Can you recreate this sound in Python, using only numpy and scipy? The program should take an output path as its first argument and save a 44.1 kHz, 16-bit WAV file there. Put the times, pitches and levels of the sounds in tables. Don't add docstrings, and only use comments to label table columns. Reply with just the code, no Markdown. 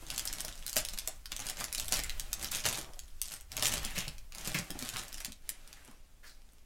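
import sys
import numpy as np
from scipy import signal
from scipy.fft import rfft, irfft, next_fast_len
from scipy.io import wavfile
from scipy.ndimage import uniform_filter1d

SR = 44100
rng = np.random.default_rng(int(sys.argv[2]) if len(sys.argv) > 2 else 0)


def generate_wav(signal):
    frames = np.transpose(np.atleast_2d(signal))
    scaled = np.clip(frames, -1, 1) * 32767
    pcm = np.round(scaled).astype(np.int16)
    wavfile.write(sys.argv[1], SR, pcm)


N = 293265


def amp(db):
    return 10 ** (np.asarray(db) / 20)


def unit(x):
    return x / np.sqrt(np.mean(x ** 2) + 1e-20)


def along(points, hz):
    freqs, values = np.transpose(points)
    return np.interp(np.log(hz + 1), np.log(freqs + 1), values)


def add(track, start_s, sound):
    slot = track[max(round(start_s * SR), 0):][:len(sound)]
    slot += sound[:len(slot)]


def coloured(x, gain_db):
    size = 2 * next_fast_len(len(x) // 2 + 2048)
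    hz = np.fft.rfftfreq(size, 1 / SR)
    cepstrum = irfft(np.log(amp(gain_db(hz))), size)
    cepstrum[1:size // 2] *= 2
    cepstrum[size // 2 + 1:] = 0
    return irfft(rfft(x, size) * np.exp(rfft(cepstrum)), size)[:len(x)]


def shaped(x, eq):
    return unit(coloured(x, lambda hz: along(eq, hz)))


def resonance(hz, centre_hz, q):
    detune = (hz + 1) / centre_hz - centre_hz / (hz + 1)
    return -10 * np.log10(1 + (q * detune) ** 2)


def gestures(rows, attack_s, release_s):
    t = np.arange(N) / SR
    power = np.zeros((len(rows[0][2:]), N))
    for start, hold, *levels_db in rows:
        span = slice(*np.searchsorted(t, [start - 3 * attack_s, start + hold + 3 * release_s]))
        before = np.maximum(start - t[span], 0) / attack_s
        after = np.maximum(t[span] - start - hold, 0) / release_s
        power[:, span] += np.outer(amp(levels_db), amp(-20 * (before + after))) ** 2
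    return power


# (time [s], hold [s], level [dB])
RUMBLE_SWELLS = [(0, 5.2, -49), (.72, 0.25, -48.5), (1.87, 0.31, -39), (3.72, 0.32, -43)]
# (frequency [Hz], gain [dB])
RUMBLE_EQ = [(8, -6), (22, 0), (36, -13.5), (54, -12.5), (90, -25), (300, -53)]


def handling_rumble(floor_db=-55):
    power = amp(floor_db) ** 2 + gestures(RUMBLE_SWELLS, attack_s=0.27, release_s=0.57)[0]
    return np.sqrt(power) * shaped(rng.standard_normal(N), RUMBLE_EQ)


# (frequency [Hz], gain [dB])
AIR_EQ = [(20, 30), (90, 6), (130, 11), (550, 3), (16000, -41)]


def air(level_db=-64):
    return amp(level_db) * shaped(rng.standard_normal(N), AIR_EQ)


# (time [s], hold [s], paper level [dB], stack level [dB])
FINGER_HOLDS = [(0, 1.08, -54, -57.5), (1.31, 1.49, -57, -56), (2.9, 0.34, -66.5, -75),
                (3.53, .45, -53, -50.5), (4.35, .72, -56, -54.5), (5.45, .43, -65, -62)]
# (time [s], hold [s], paper level [dB], stack level [dB])
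FINGER_TUGS = [(.08, 0.41, -48.5, -54), (.765, 0.013, -35, -44), (1.395, 0.11, -48, -50),
               (1.58, 0.053, -44, -46.5), (1.77, 0.063, -46, -54), (1.926, .04, -33.5, -39),
               (2.41, 0.042, -42, -48.5), (2.52, 0.073, -40, -49.5), (2.65, 0.033, -35, -40.5),
               (2.72, 0.069, -41.5, -52.5), (3.24, .12, -48.5, -68), (3.315, 0.0093, -50, -50),
               (3.575, .19, -44, -44), (3.63, 0.03, -34, -47), (3.82, 0.033, -49.5, -46.5),
               (3.96, 0.033, -44, -43.5), (4.385, 0.14, -50, -50), (4.547, 0.047, -41.5, -46),
               (4.8, 0.089, -46, -49), (4.945, 0.047, -43, -47), (5.13, 0.14, -57, -59)]


def hands(rest_db=-72):
    holds = gestures(FINGER_HOLDS, attack_s=0.04, release_s=0.216)
    tugs = gestures(FINGER_TUGS, attack_s=0.0186, release_s=0.055)
    return 10 * np.log10(holds + tugs + amp(rest_db) ** 2)


def buckles(per_second, q=1.2, centre_hz=6500, pitch_scatter=0.71, spread_db=5, flutter_s=0.001):
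    onsets = np.flatnonzero(rng.random(N) < per_second / SR)
    size, pitch = np.clip(rng.standard_normal((2, len(onsets), 1)), -2, 1.2)
    t = np.arange(256) / SR
    flips = rng.standard_normal((len(onsets), len(t))) / (1 + (t / flutter_s) ** 3)
    grain_hz = centre_hz * np.exp(pitch_scatter * pitch)
    ratio = (np.fft.rfftfreq(len(t), 1 / SR) + 1) / grain_hz
    grains = irfft(rfft(flips) / (1 + 1j * q * (ratio - 1 / ratio)))
    grains *= amp(spread_db * size) / np.linalg.norm(grains, axis=1, keepdims=True)
    grains /= np.sqrt(per_second[onsets, None])
    positions = onsets[:, None] + np.arange(len(t))
    return unit(np.bincount(positions.ravel(), grains.ravel(), N)[:N])


# (frequency [Hz], bandwidth [Hz], gain [dB])
STACK_MODES = [(115, 82, 5.5), (248, 102, -2), (314, 44, -4.5), (602, 54, 2), (777, 77, 0.5),
               (1340, 690, -4.5), (2380, 2400, -3.5)]


def stack_body(hz):
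    power = sum(amp(db + resonance(hz, centre, centre / width)) ** 2 for centre, width, db in STACK_MODES)
    return 10 * np.log10(power)


# (frequency [Hz], gain [dB])
CRINKLE_EQ = [(200, -11.5), (900, 0), (2000, -1.5), (4000, 1.5), (7000, 3.5), (13000, -1), (16000, -14.5)]


def wrapper(paper_db, stack_db, yield_db=-60, slips_per_s=45, slip_decay_s=0.008, trim_db=-1.5):
    buckles_per_s = np.minimum(190 * amp(0.8 * (paper_db + 42.5)), SR / 10)
    crackle = buckles(buckles_per_s)
    slips = (rng.random(N) < slips_per_s / SR) * rng.uniform(0.4, 1, N)
    avalanches = signal.lfilter([1], [1, -np.exp(-1 / (slip_decay_s * SR))], slips)
    surge = unit(0.2 + avalanches) ** 0.45
    buckling = 1 / (1 + amp(yield_db - paper_db))
    hiss = np.sqrt(1 - buckling) * rng.standard_normal(N)
    crinkle = shaped(np.sqrt(buckling) * surge * crackle + hiss, CRINKLE_EQ)
    shaking = (surge * buckling * crackle + np.sqrt(surge)) * rng.standard_normal(N)
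    rustle = unit(coloured(shaking, stack_body))
    return amp(trim_db) * (amp(paper_db) * crinkle + amp(stack_db) * rustle)


# (time [s], level before trim [dB], contact pitch [Hz])
STACK_BUMPS = [(0.026, -51, 330), (.447, -46.5, 660), (.765, -34, 625), (1.076, -45, 700),
               (1.921, -41.5, 567.5), (2.665, -36, 690), (2.785, -44, 350.3), (3.627, -38.5, 585),
               (3.778, -46, 130.1), (3.853, -48, 220), (3.975, -41.5, 153), (4.074, -42, 198.3),
               (4.474, -39.5, 227), (4.548, -36, 226), (4.593, -37.5, 147), (4.702, -43, 225),
               (4.755, -41.5, 178.9), (4.824, -42.5, 221), (5.281, -47.5, 242), (5.885, -53, 232)]


def bumps(push=12, settle_s=0.0098, q=2, trim_db=-1):
    out, t = np.zeros(N), np.arange(SR // 8) / SR
    for start, db, contact_hz in STACK_BUMPS:
        force = rng.standard_normal(len(t)) * np.exp(-t / settle_s)
        force[0] += push
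        knock = coloured(force, lambda hz: stack_body(hz) + resonance(hz, contact_hz, q))
        knock /= np.sqrt(np.sum(knock ** 2) / (0.01 * SR))
        add(out, start, amp(db + trim_db) * knock)
    return out


# (time [s], level before trim [dB], facet pitch [Hz])
CREASE_SNAPS = [(0.1029, -30, 5300), (0.1791, -26.5, 6430), (.1946, -28, 5520), (0.2539, -30.5, 8510),
                (0.2752, -28.5, 5600), (0.328, -31, 6300), (0.4055, -29.5, 5673), (0.4491, -31.5, 8320),
                (.4815, -39, 8790), (0.6648, -30.5, 7470), (0.6791, -33, 8020), (0.6953, -33, 6300),
                (0.7298, -31.7, 6900), (0.7594, -30.5, 7580), (0.7668, -20, 6530), (0.7805, -28, 6420),
                (0.801, -35, 11000), (.8502, -30, 6800), (.8867, -32, 5300), (.9761, -36, 4514),
                (0.987, -28.5, 5550), (1.0752, -25.5, 8100), (1.2576, -36.5, 4860), (1.3195, -30.5, 3840),
                (1.3643, -32, 6040), (1.402, -37.5, 5400), (1.4675, -33, 6500), (1.4877, -32, 4790),
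                (1.4984, -30, 6704), (1.602, -36, 6317), (1.6419, -28.5, 6700), (1.7271, -29.5, 6650),
                (1.7485, -27.5, 5007), (1.7813, -29, 5740), (1.798, -27, 5870), (1.8452, -39, 7516),
                (1.882, -31, 5330), (1.9231, -21, 5954), (1.9394, -26, 6400), (1.9604, -35, 6255),
                (2.0364, -31, 9010), (2.0956, -31, 3910), (2.1975, -28.5, 7800), (2.3307, -24.5, 6600),
                (2.4278, -32.5, 7160), (2.4454, -29, 5360), (2.5164, -30, 13500), (2.535, -40, 6900),
                (2.5555, -32, 5753), (2.5855, -37.5, 5300), (2.645, -34, 4213), (2.663, -24.5, 4050),
                (2.7269, -33.5, 4740), (2.7892, -35.5, 5730), (2.935, -48, 5085), (2.9923, -36.5, 6450),
                (3.2164, -24.5, 9567), (3.319, -40, 5003), (3.41, -44.5, 7300), (3.5182, -36.5, 4040),
                (3.5677, -28.5, 9736), (3.6251, -23, 4900), (3.647, -29, 6088), (3.6559, -22.5, 7470),
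                (3.6683, -24.5, 5300), (3.724, -33, 6600), (3.738, -29, 8400), (3.7796, -35, 5900),
                (3.8493, -29, 7800), (3.98, -31.5, 4300), (3.9874, -30, 5457), (4.0062, -34, 3580),
                (4.0803, -33, 4860), (4.182, -45.5, 5000), (4.322, -43, 3870), (4.349, -38.5, 7760),
                (4.3833, -38, 6230), (4.4488, -38, 6500), (4.4745, -29.5, 7100), (4.5448, -32.5, 3645),
                (4.7051, -33, 6000), (4.7905, -35, 5487), (4.825, -32.5, 4300), (4.89, -32, 6803),
                (4.9684, -33, 5408), (5.082, -42.5, 7000), (5.128, -39.5, 7030), (5.1432, -37.5, 5900),
                (5.182, -42, 4313), (5.2033, -38.5, 6790), (5.2477, -30, 6100), (5.321, -40.5, 4734),
                (5.492, -26.5, 8300), (5.676, -47.5, 5010), (5.7291, -42.5, 4490)]
# (frequency [Hz], gain [dB])
SNAP_EQ = [(100, -22), (1500, 2), (3500, 0.5), (13000, -1.5), (16000, -5)]


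def snaps(tick=2.6, flutter_s=0.0015, q=0.91, neighbour_db=-5, trim_db=-0.06):
    out, t = np.zeros(N), np.arange(SR // 40) / SR
    for start, db, facet_hz in CREASE_SNAPS:
        flip = rng.choice([-1, 1], len(t)) / (1 + (t / flutter_s) ** 2)
        flip[0] += tick
        neighbour_hz = facet_hz * np.exp(0.45 * rng.standard_normal())

        def ring_db(hz):
            facet = amp(resonance(hz, facet_hz, q))
            neighbour = amp(neighbour_db + resonance(hz, neighbour_hz, 2 * q))
            return 10 * np.log10(facet ** 2 + neighbour ** 2)

        snap = coloured(flip, lambda hz: along(SNAP_EQ, hz) + ring_db(hz))
        snap /= np.sqrt(np.sum(snap ** 2) / (0.002 * SR))
        add(out, start, amp(db + trim_db) * snap)
    return out


# (time [s], attack [s], 20 dB decay [s], level before trim [dB], rasp pitch [Hz])
RASPS = [(1.981, 0.032, 0.19, -47, 2100), (2.525, 0.019, .13, -43, 2796), (2.655, .0051, 0.44, -49.5, 795),
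         (3.825, 0.02, .16, -44.5, 2720), (3.95, 0.017, 0.13, -39.5, 2504),
         (4.544, 0.0051, 0.057, -32, 2120), (5.76, .0049, 0.071, -59, 1870), (5.861, 0.035, 0.06, -60, 970),
         (6.228, 0.015, 0.086, -52.5, 1600), (6.247, .021, 0.095, -53.5, 4710)]
# (frequency [Hz], gain [dB])
RASP_EQ = [(100, 13), (1000, -12), (2400, -8.5), (3400, -11), (7000, -7.5), (16000, -5)]


def rasps(q=2.6, graininess=0.38, trim_db=-0.5):
    out, t = np.zeros(N), np.arange(SR // 3) / SR
    for start, attack, decay, db, rasp_hz in RASPS:
        roughness = unit(uniform_filter1d(rng.standard_normal(len(t)), size=90))
        grit = np.exp(graininess * roughness) * rng.standard_normal(len(t))
        swish = coloured(grit, lambda hz: along(RASP_EQ, hz) + resonance(hz, rasp_hz, q))
        envelope = np.minimum(t / attack, 1) * amp(-20 * np.maximum(t - attack, 0) / decay)
        add(out, start, amp(db + trim_db) * envelope * unit(swish))
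    return out


# (delay [s], level [dB])
REFLECTIONS = [(.0078, -7.5), (.016, -15)]
# (frequency [Hz], 60 dB decay [s])
ROOM_DECAY = [(150, 0.26), (1000, 0.33), (5000, 0.21), (10000, 0.17), (16000, 0.01)]


def room(x, tail_db=-8, smear_s=0.0009):
    out, hop = x.copy(), SR // 50
    for start in range(0, N - 2 * hop, hop):
        hz, t, noise = signal.stft(rng.standard_normal(SR // 3), SR, nperseg=256)
        decay = amp(-60 * t / along(ROOM_DECAY, hz)[:, None]) * (t > 0)
        response = signal.istft(noise * decay, SR, nperseg=256)[1]
        response *= amp(tail_db) / np.linalg.norm(response)
        for delay, db in REFLECTIONS:
            echo = rng.standard_normal(hop) * np.exp(-np.arange(hop) / (smear_s * SR))
            add(response, delay, amp(db) * echo / np.linalg.norm(echo))
        piece = x[start:start + 2 * hop] * np.sqrt(np.hanning(2 * hop))
        add(out, start / SR, signal.fftconvolve(piece, response))
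    return out


def scene():
    pack = snaps() + wrapper(*hands()) + bumps() + rasps()
    return (room(pack) + handling_rumble() + air())[None]


def record(dry, cutoff_hz=16100):
    size = next_fast_len(N + SR // 4)
    hz = np.fft.rfftfreq(size, 1 / SR)
    return irfft(rfft(dry, size) / (1 + (hz / cutoff_hz) ** 120), size)[..., :N]


dry = scene()
out = record(dry)
generate_wav(out)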